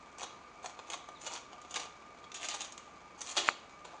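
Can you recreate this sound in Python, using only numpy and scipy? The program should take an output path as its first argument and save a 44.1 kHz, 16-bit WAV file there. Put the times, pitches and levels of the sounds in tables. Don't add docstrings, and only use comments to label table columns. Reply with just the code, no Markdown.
import sys
import numpy as np
from scipy import signal
from scipy.fft import rfft, irfft, next_fast_len
from scipy.io import wavfile
from scipy.ndimage import uniform_filter1d

SR = 44100
rng = np.random.default_rng(int(sys.argv[2]) if len(sys.argv) > 2 else 0)


def waveform_to_disk(signal):
    frames = np.transpose(np.atleast_2d(signal))
    scaled = np.clip(frames, -1, 1) * 32767
    samples = np.round(scaled).astype(np.int16)
    wavfile.write(sys.argv[1], SR, samples)


N = 176400
TIME = np.arange(N) / SR


def amp(db):
    return 10 ** (np.asarray(db) / 20)


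def unit(x):
    return x / np.sqrt(np.mean(x ** 2) + 1e-20)


def along(points, hz):
    f, value = np.transpose(points)
    return np.interp(np.log(hz + 1), np.log(f + 1), value)


def fade(t, t60):
    return (t >= 0) * np.exp(-np.log(1000) * np.maximum(t, 0) / t60)


def filtered(x, response):
    size = next_fast_len(N + SR // 2)
    return irfft(rfft(x, size) * response(np.fft.rfftfreq(size, 1 / SR)), size)[:N]


def coloured(x, spectrum, size=2048):
    cepstrum = irfft(np.log(amp(along(spectrum, np.fft.rfftfreq(size, 1 / SR)))))
    cepstrum[1:size // 2] *= 2
    cepstrum[size // 2 + 1:] = 0
    response = irfft(np.exp(rfft(cepstrum)))
    return signal.fftconvolve(x, response / np.linalg.norm(response))[:N]


# f/Hz, relative level/dB
ROOM_NOISE = [(15, -29), (35, -10.5), (100, -7.5), (170, -2), (330, -1.5), (600, -2), (1100, -2),
              (1450, -5), (1900, -10.5), (2350, -6.5), (3000, -16), (6600, -19), (8500, -28.5),
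              (10000, -47.5)]
# f/Hz, bandwidth/Hz, level/dB
WHINE_BANDS = [(1211, 16, -63), (1172, 45, -63), (2280, 55, -70)]
# f/Hz, level/dB
HUM_TONES = [(49.6, -81.5), (72, -77), (1211.5, -65)]
def background(air_db=-57.5):
    def noise(response):
        return unit(filtered(rng.standard_normal(N), response))
    air = amp(air_db) * noise(lambda f: amp(along(ROOM_NOISE, f)))
    whine = sum(amp(db) * noise(lambda f: 1 / (1 + ((f - hz) / (width / 2)) ** 2))
                for hz, width, db in WHINE_BANDS)
    hum = sum(amp(db) * unit(np.sin(2 * np.pi * hz * TIME)) for hz, db in HUM_TONES)
    return air + whine + hum


def slips(per_s, spread_db, t60, scatter=.45):
    gap_draw, size_draw = rng.standard_normal((3000, 2)).T
    onsets = np.cumsum(np.exp(scatter * gap_draw)) / per_s
    inside = onsets < TIME[-1]
    sizes = amp(spread_db * np.clip(size_draw[inside], -2, 2))
    train = np.bincount((onsets[inside] * SR).astype(int), sizes ** 2, N)
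    power = np.abs(signal.fftconvolve(train, fade(TIME[:SR // 10], t60) ** 2)[:N])
    return power / power.mean()


def band_powers(db, body_db, treble_db):
    return amp(db + np.array([[body_db], [0], [treble_db]])) ** 2


def nibbling():
    return band_powers(-70, body_db=6.5, treble_db=-3.5) * slips(per_s=60, spread_db=1.5, t60=.029)


# start t/s, peak t/s, end t/s, rasp level/dB, body and treble level/dB re rasp
BEAK_STROKES = [(.182, .226, 0.25, -42, -2, -2.5), (0.628, 0.661, 0.68, -49, 5, 2),
                (0.689, 0.701, 0.71, -55.5, 3.5, 1), (.855, .890, .900, -57, 3, 0),
                (.903, 0.936, 0.95, -41, 1, -3), (1.193, 1.225, 1.27, -56.5, 2, 4.5),
                (1.245, 1.272, 1.285, -43, -1.5, 0.5), (1.295, 1.354, 1.388, -44.5, 0.5, 0.5),
                (1.512, 1.531, 1.540, -54.5, 7, -8), (1.697, 1.730, 1.740, -52, -2, 0),
                (1.741, 1.766, 1.787, -38, -1, -3), (1.783, 1.795, 1.865, -46, 3, -1),
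                (2.340, 2.350, 2.39, -44.5, -14, 0), (2.391, 2.451, 2.480, -41.5, -6, -0.5),
                (2.479, 2.511, 2.545, -39, -11, -3.5), (2.525, 2.544, 2.580, -44, -3, 0.5),
                (2.587, 2.61, 2.635, -45, -7.5, -1.5), (2.626, 2.646, 2.674, -47.5, -6, -0.5),
                (3.178, 3.190, 3.203, -59, -3, 4), (3.205, 3.215, 3.260, -50, -8.5, 5),
                (3.253, 3.290, 3.35, -44, -4.5, 2.5), (3.352, 3.377, 3.440, -37, -3, -4),
                (3.435, 3.478, 3.515, -37, -4, -7), (3.843, 3.855, 3.9, -55, 3, -5),
                (3.894, 3.92, 3.98, -62, 10.5, -6)]
def strokes(rise_db=12, fall_db=12.5, rub_share=.2):
    power = np.zeros((3, N))
    for start, peak, end, *levels in BEAK_STROKES:
        on = (TIME > start) & (TIME < end)
        swell = amp(np.interp(TIME[on], [start, peak, end], [-rise_db, 0, -fall_db]))
        power[:, on] += band_powers(*levels) * swell ** 2
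    return power * (rub_share + (1 - rub_share) * slips(per_s=190, spread_db=2.5, t60=.006))


# t/s, relative rasp level/dB, body and treble level/dB re rasp
TIP_CATCHES = [(.183, -53, -4, 12.5), (.2305, -39, -2, 1), (.641, -54, 6, 1), (.659, -38, -5, -1.5),
               (.696, -52.5, 5, 3), (.707, -55, 0, 3), (.790, -43, 2, -7), (.796, -47.5, 6.5, -11),
               (.9005, -37, -4, 4), (.9335, -34, -5, -7), (.942, -39.5, 5, -2), (1.0875, -49, 13, 1.5),
               (1.2653, -37, -4, -0.5), (1.275, -45, 6, 3), (1.336, -43.5, -9, 9), (1.361, -41, -2, -11),
               (1.212, -56, 0, 6), (1.531, -56, 5, 1), (1.616, -58, 0, 9.5), (1.648, -49, 1, -4),
               (1.709, -49.5, 3.5, 11), (1.7414, -35, -8, 1.5), (1.7583, -35, -11, 3.5),
               (1.762, -28, -12, -10), (1.7679, -34.5, -3, 1), (1.7958, -40, -2, -1), (1.7995, -37, -6, -2),
               (2.241, -46.5, -4, -11), (2.317, -42, -15, -2), (2.3435, -44.5, -11, 6.5),
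               (2.429, -46, -5, 7), (2.446, -42, -3, 7.5), (2.486, -32, -7, 4.5), (2.510, -41.5, -7, -3),
               (2.547, -36, -5, 2), (2.606, -35, -14, 3), (2.617, -35, -10, 2), (2.646, -41, -5, 2),
               (2.722, -44, -5, 6), (2.778, -42, -4, 0.5), (3.2075, -45, 0, 7), (3.215, -36.5, -14, 7),
               (3.290, -48, 3, 9.5), (3.312, -48.5, -6, 11), (3.3665, -29.5, -4, -1), (3.694, -55, -3, -3),
               (3.851, -45.5, 7, -3)]
def catches(gain_db=6, attack_s=.0007, t60=.013):
    power = np.zeros((3, N))
    for onset, db, body_db, treble_db in TIP_CATCHES:
        on = slice(int(onset * SR), int(onset * SR) + SR // 10)
        age = TIME[on] - onset
        envelope = fade(age, t60) * (1 - np.exp(-np.abs(age) / attack_s))
        power[:, on] += band_powers(db + gain_db, body_db, treble_db) * envelope ** 2
    return power


# f/Hz, relative level/dB
BODY_BAND = [(60, -41.5), (200, -19), (330, -6), (520, -5.5), (740, 0.5), (1200, -2.5), (1800, -14),
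             (3000, -32.5), (8000, -70.5)]
RASP_BAND = [(300, -55), (1200, -7.5), (1900, -3.5), (2500, 0), (3500, 0), (4500, -2), (5400, -9),
             (7000, -32), (10000, -47.5)]
TREBLE_BAND = [(1000, -56), (4000, -15), (5400, -6), (6000, 0.5), (6900, 2), (7500, -4), (8100, -6.5),
               (9000, -13.5), (10000, -32)]
def contact_noise(powers):
    return sum(coloured(np.sqrt(power) * rng.choice([-1, 1], N), band)
               for power, band in zip(powers, (BODY_BAND, RASP_BAND, TREBLE_BAND)))


# f/Hz, T60/s, level/dB re direct sound
BOX_MODES = [(327, 0.088, -3.5), (488, 0.082, -5), (719, 0.071, -4), (807, 0.076, -6), (948, 0.077, -4),
             (1057, 0.084, -6.5), (1380, 0.057, -7.5), (2483, 0.044, -4.5), (2886, 0.045, -5),
             (3306, 0.037, -4.5), (3540, 0.047, -5), (5820, .05, -5), (6510, .03, -6.5), (6900, .04, -17.5)]
def box(x):
    modes = [(hz, np.log(1000) / np.pi / t60, db) for hz, t60, db in BOX_MODES]
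    return filtered(x, lambda f: 1 + sum(amp(db) * 1j * f * width / (hz * hz - f * f + 1j * f * width)
                                         for hz, width, db in modes))


# f/Hz, T60/s
ROOM_DECAY = [(200, 0.43), (1000, 0.47), (3500, .45), (7000, .36), (10000, 0.26)]
def reverberation(x, early_db=-5, early_t60=.034, tail_db=-5.5, step_s=.25):
    wet, step = np.zeros(N + SR), int(step_s * SR)
    for at in range(0, N, step):
        hz, t, spectrum = signal.stft(rng.standard_normal(SR // 2), SR, nperseg=256)
        decay = fade(t, along(ROOM_DECAY, hz)[:, None])
        tail = signal.istft(spectrum * decay, SR, nperseg=256)[1]
        early = rng.standard_normal(len(tail)) * fade(TIME[:len(tail)] - .002, early_t60)
        response = amp(early_db) * early / np.linalg.norm(early)
        response += amp(tail_db) * tail / np.linalg.norm(tail)
        echo = signal.fftconvolve(x[at:at + step], response)
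        wet[at:at + len(echo)] += echo
    return x + wet[:N]


def squeak(onset_s=1.146, length_s=.043, start_hz=4300, fall_hz_per_s=27000):
    t = np.clip(TIME - onset_s, 0, length_s)
    phase = 2 * np.pi * (start_hz * t - fall_hz_per_s * t * t / 2)
    return amp(-55) * np.sin(np.pi * t / length_s) * np.sin(phase)


def snap(onset_s):
    return band_powers(-26, body_db=-6.5, treble_db=-3) * fade(TIME - onset_s, t60=.11) ** 2


# f/Hz, T60/s, relative level/dB
BAR_MODES = [(345, .55, -11), (399, .45, -11), (770, .2, -3), (903, .15, -12), (1185, .15, -4),
             (1254, 0.17, -6), (2005, .2, -7.5), (2080, .15, -5), (2880, 0.23, -4.5), (3290, .16, 4.5),
             (3440, .2, -3), (3830, 0.18, 0), (4000, 0.14, -3), (4540, 0.13, -11), (4950, .25, -10),
             (5850, .2, -7)]
def bars(onset_s, gain_db=-35, attack_s=.004, waver_rad=.5):
    t = np.maximum(TIME - onset_s, 0)
    ringing = np.zeros(N)
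    for hz, t60, db in BAR_MODES:
        phase = 2 * np.pi * (hz * t + rng.random())
        waver = waver_rad * unit(uniform_filter1d(rng.standard_normal(N), size=600))
        ringing += amp(db) * fade(t, t60) * np.sin(phase + waver)
    return amp(gain_db) * (1 - np.exp(-t / attack_s)) * ringing


# f/Hz, relative level/dB
CLICK_SPECTRUM = [(30, -33), (150, -22.5), (400, -17), (800, -9), (1250, 1), (1650, -3.5), (2100, -4.5),
                  (2550, -6), (3000, -15), (4000, -25), (6000, -37), (10000, -55.5)]
def click(onset_s=3.4881, energy_db=5):
    impulse = np.zeros(N)
    impulse[int(onset_s * SR)] = amp(energy_db)
    return coloured(impulse, CLICK_SPECTRUM)


def scene():
    snap_s = 3.371
    beak = contact_noise(strokes() + catches() + nibbling() + snap(snap_s))
    in_room = amp(-3.5) * reverberation(box(beak) + squeak())
    return (in_room + bars(snap_s) + click() + background())[None]


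# f/Hz, bandwidth/Hz
MIC_NOTCHES = [(5395, 140), (7700, 200), (8310, 240)]
def record(dry, limit_hz=10200):
    def response(f):
        notches = [(hz * hz - f * f) / (hz * hz - f * f + 1j * f * width) for hz, width in MIC_NOTCHES]
        return np.prod(notches, axis=0) * (f < limit_hz)
    return np.array([filtered(x, response) for x in dry])


dry = scene()
out = record(dry)
waveform_to_disk(out)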